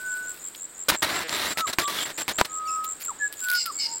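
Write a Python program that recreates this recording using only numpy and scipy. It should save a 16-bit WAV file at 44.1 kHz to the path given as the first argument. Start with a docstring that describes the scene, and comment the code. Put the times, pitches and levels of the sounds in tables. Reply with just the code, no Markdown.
"""A songbird whistles slow, pure notes and slurs across a grassy valley, while a close cricket chirps
about six times a second, each chirp a run of wing strokes. In the middle, fingers rub, creak and knock
on the camera body. Later come dry rustles, and a second bird squeaks and rasps twice from the trees.
A few dry snaps dot the scene; faint air and a far insect chorus lie underneath."""
import sys
import numpy as np
from scipy import signal
from scipy.fft import rfft, irfft
from scipy.io import wavfile
from scipy.ndimage import uniform_filter1d

SR = 44100
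rng = np.random.default_rng(int(sys.argv[2]) if len(sys.argv) > 2 else 0)


def pcm_store(signal):
    """Save signal as 16-bit PCM."""
    levels = np.round(np.clip(np.atleast_2d(signal), -1, 1) * 32767)
    wavfile.write(sys.argv[1], SR, levels.astype(np.int16).T)


N = 176400
T = np.arange(N) / SR

# The songbird's tune. Each row: start and length in seconds, first and last pitch in Hz, glide
# exponent (higher bends later), level in dB, crest of the swell as a share of the length.
SONG_NOTES = [(-.05, 0.4635, 1497, 1474, 1.97, -32, 0.314), (1.544, 0.1287, 1317, 989, 7.1, -26, 0.817),
              (1.794, 0.1362, 1168, 1138, 1.72, -29, 0.543),
              (2.45, 0.4989, 1243, 1273, 0.216, -28.5, 0.619),
              (3.075, 0.0621, 1499, 592.4, 1.164, -31.5, 0.301),
              (3.19, 0.0959, 1825, 1662, 0.318, -24, 0.592), (3.403, 0.1964, 1503, 1445, 0.81, -24, 0.701),
              (3.646, 0.0802, 1377, 807, 3.49, -31, 0.559), (3.825, 0.169, 916, 914.7, 0.77, -44, 0.643)]
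# The second bird's rasps. Each row: start and length in seconds, level in dB.
RASP_CALLS = [(3.546, .08, -27.5), (3.795, .073, -28)]
# Its throat. Each row: frequency in Hz, relative gain in dB.
THROAT_EQ = [(1500, -46.5), (2200, -20.5), (2950, -19.5), (3400, -31), (4500, -7), (5100, -1.5),
             (5800, -24), (15000, -35.5)]
# Its squeaks. Each row: start and length in seconds, first, middle and last pitch in Hz, level in dB.
SQUEAK_NOTES = [(2.651, 0.026, 2265, 2311, 2520, -45.5), (2.67, 0.0384, 3056, 2608, 2729, -38),
                (3.772, 0.041, 2284, 2217, 2215, -37.5)]
# A squeak's timbre. Each entry: gain of one harmonic in dB, from the fundamental up.
SQUEAK_HARMONICS_DB = [-4, 0, -10, -13, -16]
# The cricket's rhythm. Each entry: time of a chirp's last stroke in seconds.
CHIRP_ENDS = [0.1399, 0.316, 0.4847, 0.6542, 0.836, 1.0068, 1.191, 1.361, 1.5318, 1.702, 1.8755, 2.06,
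              2.231, 2.4116, 2.5854, 2.7612, 2.9328, 3.1053, 3.277, 3.4588, 3.64, 3.811, 3.9809]
# Its vigour. Each row: time in seconds, full-strength strokes per chirp, base level in dB.
CRICKET_VIGOUR = [(1.4, 4, -32), (2.8, 5.4, -29.5)]
# Finger rubs. Each row: start and length in seconds, bass level in dB, treble over bass in dB.
FINGER_RUBS = [(.885, 0.0171, -21.5, 1), (0.907, 0.0459, -29, -10), (1.025, 0.0068, -20.5, -4.5),
               (1.036, 0.01366, -25, -7.5), (1.057, 0.1751, -31, -8.5), (1.28, 0.041, -35, -6.5),
               (1.322, 0.2047, -32.5, -4.5), (1.573, 0.03636, -31.5, -1), (1.669, 0.04024, -34.5, -4),
               (1.729, 0.00728, -32, -1.5), (1.786, 0.01303, -27, -2), (1.797, 0.0403, -35.5, -3.5),
               (1.877, 0.1594, -35.5, -2), (2.053, 0.0611, -37.5, -5.5), (2.178, 0.0418, -34.5, -1.5),
               (2.284, 0.015, -29.5, -3.5), (2.294, 0.0247, -33, -5), (2.385, 0.0271, -27, -8.5),
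               (2.447, 0.0102, -36, 0)]
# The rubbed shell. Each row: frequency in Hz, relative gain in dB.
SHELL_EQ = [(25, -41), (45, -10.5), (307, -1), (800, -1.5), (2030, 3), (2500, -1.5), (4010, 3), (6400, -11),
            (15500, -17.5)]
# Singing finger drags. Each row: start and length in seconds, centre and width in Hz, level in dB.
FINGER_DRAGS = [(1.318, 0.152, 3835, 650, -36), (1.817, 0.167, 3465, 453, -40),
                (1.976, 0.059, 3320, 605, -30.5)]
# The creaking shell. Each row: frequency in Hz, relative gain in dB.
CREAK_EQ = [(160, -15), (480, 5), (1000, -15.5), (1700, 2.5), (5500, -14.5), (7000, -38)]
# Knocks on the body. Each row: start in seconds, peak in dB, decay time in seconds.
KNOCK_HITS = [(0.8895, -23, 0.00075), (.8995, -8, 0.00115), (1.022, -11.5, 0.0017), (1.5735, -15, 0.00102),
              (1.5958, -16, .0006), (1.7856, -6, 0.001), (2.2804, -7, 0.001006), (2.3854, -10.5, 0.00117),
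              (2.4128, 4, 0.000903)]
# The knocked shell. Each row: frequency in Hz, relative gain in dB.
KNOCK_EQ = [(60, -4.5), (200, -6.5), (1800, 2.5), (4000, -8), (8000, -19.5)]
# Thuds that shake the case. Each row: start in seconds, strength in dB.
THUD_HITS = [(.9218, -9), (2.415, -5.5)]
# The case's modes. Each row: frequency in Hz, gain in dB, seconds to die away by 60 dB.
CASE_MODES = [(203.6, -14.5, 0.0226), (405, -19.5, 0.02), (994, -11.5, 0.0375)]
# Dry snaps. Each row: start in seconds, centre in Hz, peak in dB, decay time in seconds.
SNAP_HITS = [(.549, 3237, -27, 0.0044), (1.294, 3850, -13, 0.00048), (1.733, 4200, -20, 0.0036),
             (2.452, 4240, -22, 0.0044)]
# Dry rustles. Each row: start and length in seconds, level in dB.
RUSTLE_BURSTS = [(2.84, 0.0104, -36), (2.999, 0.0318, -38), (3.047, .003, -33.5), (3.325, 0.0121, -35.5),
                 (3.485, 0.0071, -32.5), (3.5, 0.0065, -24), (3.529, 0.0302, -32), (3.657, 0.0032, -29.5)]
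# The colour of rustles and grass hiss. Each row: frequency in Hz, relative gain in dB.
RUSTLE_EQ = [(400, -40.5), (1500, 1), (4800, 3.5), (6500, -6), (11000, 4)]
# The fader ride of the grass hiss. Each row: time in seconds, level in dB.
HISS_RIDE = [(0, -48.5), (.5, -50), (.75, -65.5), (3.3, -65.5), (3.41, -40.5), (4, -69)]
# The colour of the air. Each row: frequency in Hz, relative gain in dB.
AIR_EQ = [(25, -5), (150, -5.5), (310, 2), (800, -3), (1600, -1), (2700, -9.5), (3900, -6.5), (16000, -37)]
# The colour of the far crickets. Each row: frequency in Hz, relative gain in dB.
CHORUS_EQ = [(6000, -46.5), (6900, -7.5), (7600, 0.5), (8400, 0.5), (9200, -19)]

SKIN_ATTACK_S, SKIN_RELEASE_S = 0.0042, 0.00721


def songbird(sway_hz=5.47, sway_depth=0.00306):
    """Near-pure whistles swell, glide and fade; the voice breaks up on wide slurs."""
    out = np.zeros(N)
    waver, tremble = 1 + 0.00105 * drift(90), drift(220)
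    for start, length, first, last, bend, db, crest in SONG_NOTES:
        i, u = span(start, length)
        sway = 1 - sway_depth * np.cos(2 * np.pi * sway_hz * (T[i] - start))
        phase = phase_of((first + (last - first) * u ** bend) * sway * waver[i])
        arch = np.abs(np.sin(np.pi * np.interp(u, [0, crest, 1], [0, .5, 1])))
        slur = abs(np.log(first / last))
        swell = arch ** (1.446 + 1.36 * slur)  # wider slurs swell more sharply
        roughness = undb(5 * min(slur, .5) * tremble[i])
        out[i] += np.sqrt(2) * undb(db) * swell * roughness * np.sin(phase)
    flutter = undb(0.92 * drift(50))
    return valley_echo(out * flutter, wet_db=-19)


def bird_rasps(pitch_hz=753.8, sag=0.07, jitter=.028, breath=0.88):
    """A harsh, jittering, breathy voice sounds through a sharp throat resonance."""
    out = np.zeros(N)
    for start, length, db in RASP_CALLS:
        droop = 1 - sag * np.clip((T - start) / length, 0, 1)
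        phase = phase_of(pitch_hz * droop * (1 + jitter * drift(900)))
        buzz = unit(sum(np.cos(k * phase) for k in range(2, 13)))
        voice = colour(buzz + breath * noise(), THROAT_EQ)
        out += undb(db) * gate(start, length, 0.0173, 0.0054) * voice
    return valley_echo(out, wet_db=-7)


def bird_squeaks():
    """The rasping bird's thin squeaks: shaky, curving tones, strongest in the second harmonic."""
    out, shake = np.zeros(N), 1 + .01 * drift(600)
    for start, length, first, middle, last, db in SQUEAK_NOTES:
        i, u = span(start, length)
        curve = np.polyfit([0, .5, 1], [first, middle, last], 2)
        phase = phase_of(np.polyval(curve, u) * shake[i])
        tone = sum(undb(gain) * np.sin(k * phase) for k, gain in enumerate(SQUEAK_HARMONICS_DB, 1))
        out[i] += undb(db) * np.sin(np.pi * u) * tone
    return valley_echo(out, wet_db=-2.5)


def cricket(pitch_hz=7552.3, fall_hz=697, strokes=9, stroke_s=0.0081, spacing_s=.0109):
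    """Each wing stroke is a short falling tone; the strokes grow louder and higher through a chirp."""
    out, scrape_hz = np.zeros(N), 55 * drift(900)
    times, *vigour = np.array(CRICKET_VIGOUR).T
    for end in CHIRP_ENDS:
        full_strokes, base_db = (np.interp(end, times, column) for column in vigour)
        for k, (force, detune, slip) in enumerate(rng.standard_normal((strokes, 3))):
            early = np.clip(k + 1 - full_strokes, 0, 3.3)  # k counts back from the last stroke
            i, u = span(end - k * spacing_s - stroke_s / 2 + 0.000067 * slip, stroke_s)
            centre_hz = pitch_hz - 163.5 * early + 25 * detune
            phase = phase_of(centre_hz - fall_hz * (u - .5) + scrape_hz[i])
            tone = np.sin(phase) + undb(-27) * np.sin(2 * phase)
            stroke_db = base_db + 4 - 3.5 * early + 0.41 * force
            out[i] += undb(stroke_db) * np.sin(np.pi * u) * tone
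    ground_bounce = undb(-6) * np.interp(T - 0.0023, T, out)
    return valley_echo(out + ground_bounce, wet_db=-16.5)


def fingers(low_hz=2213, high_hz=6285):
    """Skin sticks and slips on the shell; each rub has its own brightness, and drags make the body sing."""
    friction = colour(noise() * undb(2.5 * drift(2500)), SHELL_EQ)
    lag_s = .0032 * (1 + 0.069 * drift(5.5))  # the shifting hand moves the body's resonances
    friction += sum(0.239 ** k * np.interp(T - k * lag_s, T, friction) for k in range(1, 4))
    out = np.zeros(N)
    for edge, kind, tilt in [(low_hz, "low", 0), ([low_hz, high_hz], "band", 0.44), (high_hz, "high", 1)]:
        band = unit(signal.sosfiltfilt(signal.butter(4, edge, kind, fs=SR, output="sos"), friction))
        rubs = [undb(db + tilt * treble_db) * gate(start, length, SKIN_ATTACK_S, SKIN_RELEASE_S)
                for start, length, db, treble_db in FINGER_RUBS]
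        out += band * np.max(rubs, axis=0)
    for start, length, hz, width, db in FINGER_DRAGS:
        catches = noise() * undb(5 * drift(450))
        out += undb(db) * gate(start, length, 0.013, 0.0063) * unit(resonate(catches, hz, width))
    patchiness = undb(0.9376 * drift(110))
    return out * patchiness


def creak(start=1.238, length=0.0337, slip_hz=161.5, db=-35.5):
    """For a moment the skin slips at a regular rate and the shell buzzes."""
    phase = phase_of(slip_hz * (1 + .01 * drift(300)))
    slips = sum(np.cos(k * phase + 2 * np.pi * rng.random()) for k in range(1, 42))
    return undb(db) * gate(start, length, SKIN_ATTACK_S, SKIN_RELEASE_S) * colour(slips, CREAK_EQ)


def knocks():
    """Very short contacts ring the damped shell."""
    cepstrum = irfft(log_gain(KNOCK_EQ, size=512))
    cepstrum[1:256] *= 2  # folding to minimum phase keeps the attack crisp
    cepstrum[257:] = 0
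    shell = irfft(np.exp(rfft(cepstrum)))
    out = np.zeros(N)
    for start, db, decay in KNOCK_HITS:
        i, _ = span(start, .02)
        contact = noise(len(i)) * np.exp(-(T[i] - start) / decay)
        knock = signal.lfilter(shell, 1, contact)
        out[i] += undb(db) * knock / np.abs(knock).max()
    return out


def thuds():
    """Heavier bumps shake the case, and its low modes ring briefly."""
    out = np.zeros(N)
    for start, strength_db in THUD_HITS:
        age = np.maximum(T - start, 0)
        for hz, db, t60 in CASE_MODES:
            out += undb(strength_db + db - 60 * age / t60) * np.sin(2 * np.pi * hz * age)
    return out


def snaps(width_hz=2440):
    """Single dry snaps, each a tiny noise burst with its own short ring."""
    out = np.zeros(N)
    for start, hz, db, decay in SNAP_HITS:
        i, _ = span(start, 10 * decay)
        burst = noise(len(i)) * np.exp(-(T[i] - start) / decay)
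        snap = resonate(burst, hz, width_hz)
        out[i] += undb(db) * snap / np.abs(snap).max()
    return out


def rustles(grain_db=6):
    """Short bursts of dry crackle ride over a fine grass hiss."""
    bursts = sum(undb(db) * gate(start, length, 0.00174, 0.00836) for start, length, db in RUSTLE_BURSTS)
    hiss = undb(np.interp(T, *np.array(HISS_RIDE).T) + 2.5 * drift(120))
    crackle = colour(noise() * undb(grain_db * drift(1500)), RUSTLE_EQ)
    return (bursts + hiss) * crackle


def background(air_db=-51.5, chorus_db=-49):
    """A bed of soft moving air and the shimmer of far crickets."""
    air = undb(air_db + 1.2 * drift(4.363)) * colour(noise(), AIR_EQ)
    chorus = undb(chorus_db + 2.2 * drift(70) + 1.3 * drift(8)) * colour(noise(), CHORUS_EQ)
    return air + chorus


def valley_echo(x, wet_db, t60_s=0.385, predelay_s=0.0075):
    """Add the scattered echo of trees and slopes."""
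    t = T[:SR]
    tail = noise(SR) * undb(-60 * t / t60_s) * (t > predelay_s)
    return x + undb(wet_db) * signal.fftconvolve(x, tail / np.linalg.norm(tail))[:N]


def undb(db):
    """Decibels to gain."""
    return 10 ** (np.asarray(db) / 20)


def unit(x):
    """Scale to rms 1."""
    return x / (np.std(x) + 1e-12)


def log_gain(eq, size):
    """Natural-log gain of an EQ curve on an FFT grid."""
    hz, db = np.array(eq, float).T
    return np.log(undb(np.interp(np.log(np.fft.rfftfreq(size, 1 / SR) + 1), np.log(hz), db)))


def colour(x, eq):
    """Apply an EQ curve and scale to rms 1."""
    return unit(irfft(rfft(x) * np.exp(log_gain(eq, N)), N))


def resonate(x, hz, width):
    """A steep resonance: two band-passes in a row."""
    b, a = signal.iirpeak(hz, hz / width, SR)
    return signal.lfilter(b, a, signal.lfilter(b, a, x))


def noise(size=N):
    """White noise."""
    return rng.standard_normal(size)


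def drift(rate_hz):
    """Smooth random modulation of spread 1."""
    hold = int(SR / rate_hz)
    steps = np.repeat(noise(N // hold + 1), hold)
    return unit(uniform_filter1d(uniform_filter1d(steps, hold), hold)[:N])


def gate(start, length, attack, release):
    """Linear attack, hold and exponential release, all in seconds."""
    rise = np.clip((T - start) / attack + .5, 0, 1)
    return rise * np.exp(-np.clip((T - start - length) / release, 0, 20))


def phase_of(hz):
    """Phase of a moving pitch."""
    return 2 * np.pi * np.cumsum(hz) / SR


def span(start, length):
    """An event's samples i and its progress u from 0 to 1."""
    i = np.flatnonzero((T >= start) & (T < start + length))
    return i, (T[i] - start) / length


def scene():
    """Mix every layer to mono."""
    wildlife = songbird() + bird_rasps() + bird_squeaks() + cricket()
    foley = fingers() + creak() + snaps() + knocks() + thuds() + rustles()
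    return (wildlife + foley + background())[None]


def record(dry, top_hz=16000):
    """The camera limits hard at full scale and cuts the top end."""
    lowpass = signal.ellip(10, .2, 80, top_hz, fs=SR, output="sos")
    return signal.sosfilt(lowpass, np.clip(dry, -1, 1))


dry = scene()
out = record(dry)
pcm_store(out)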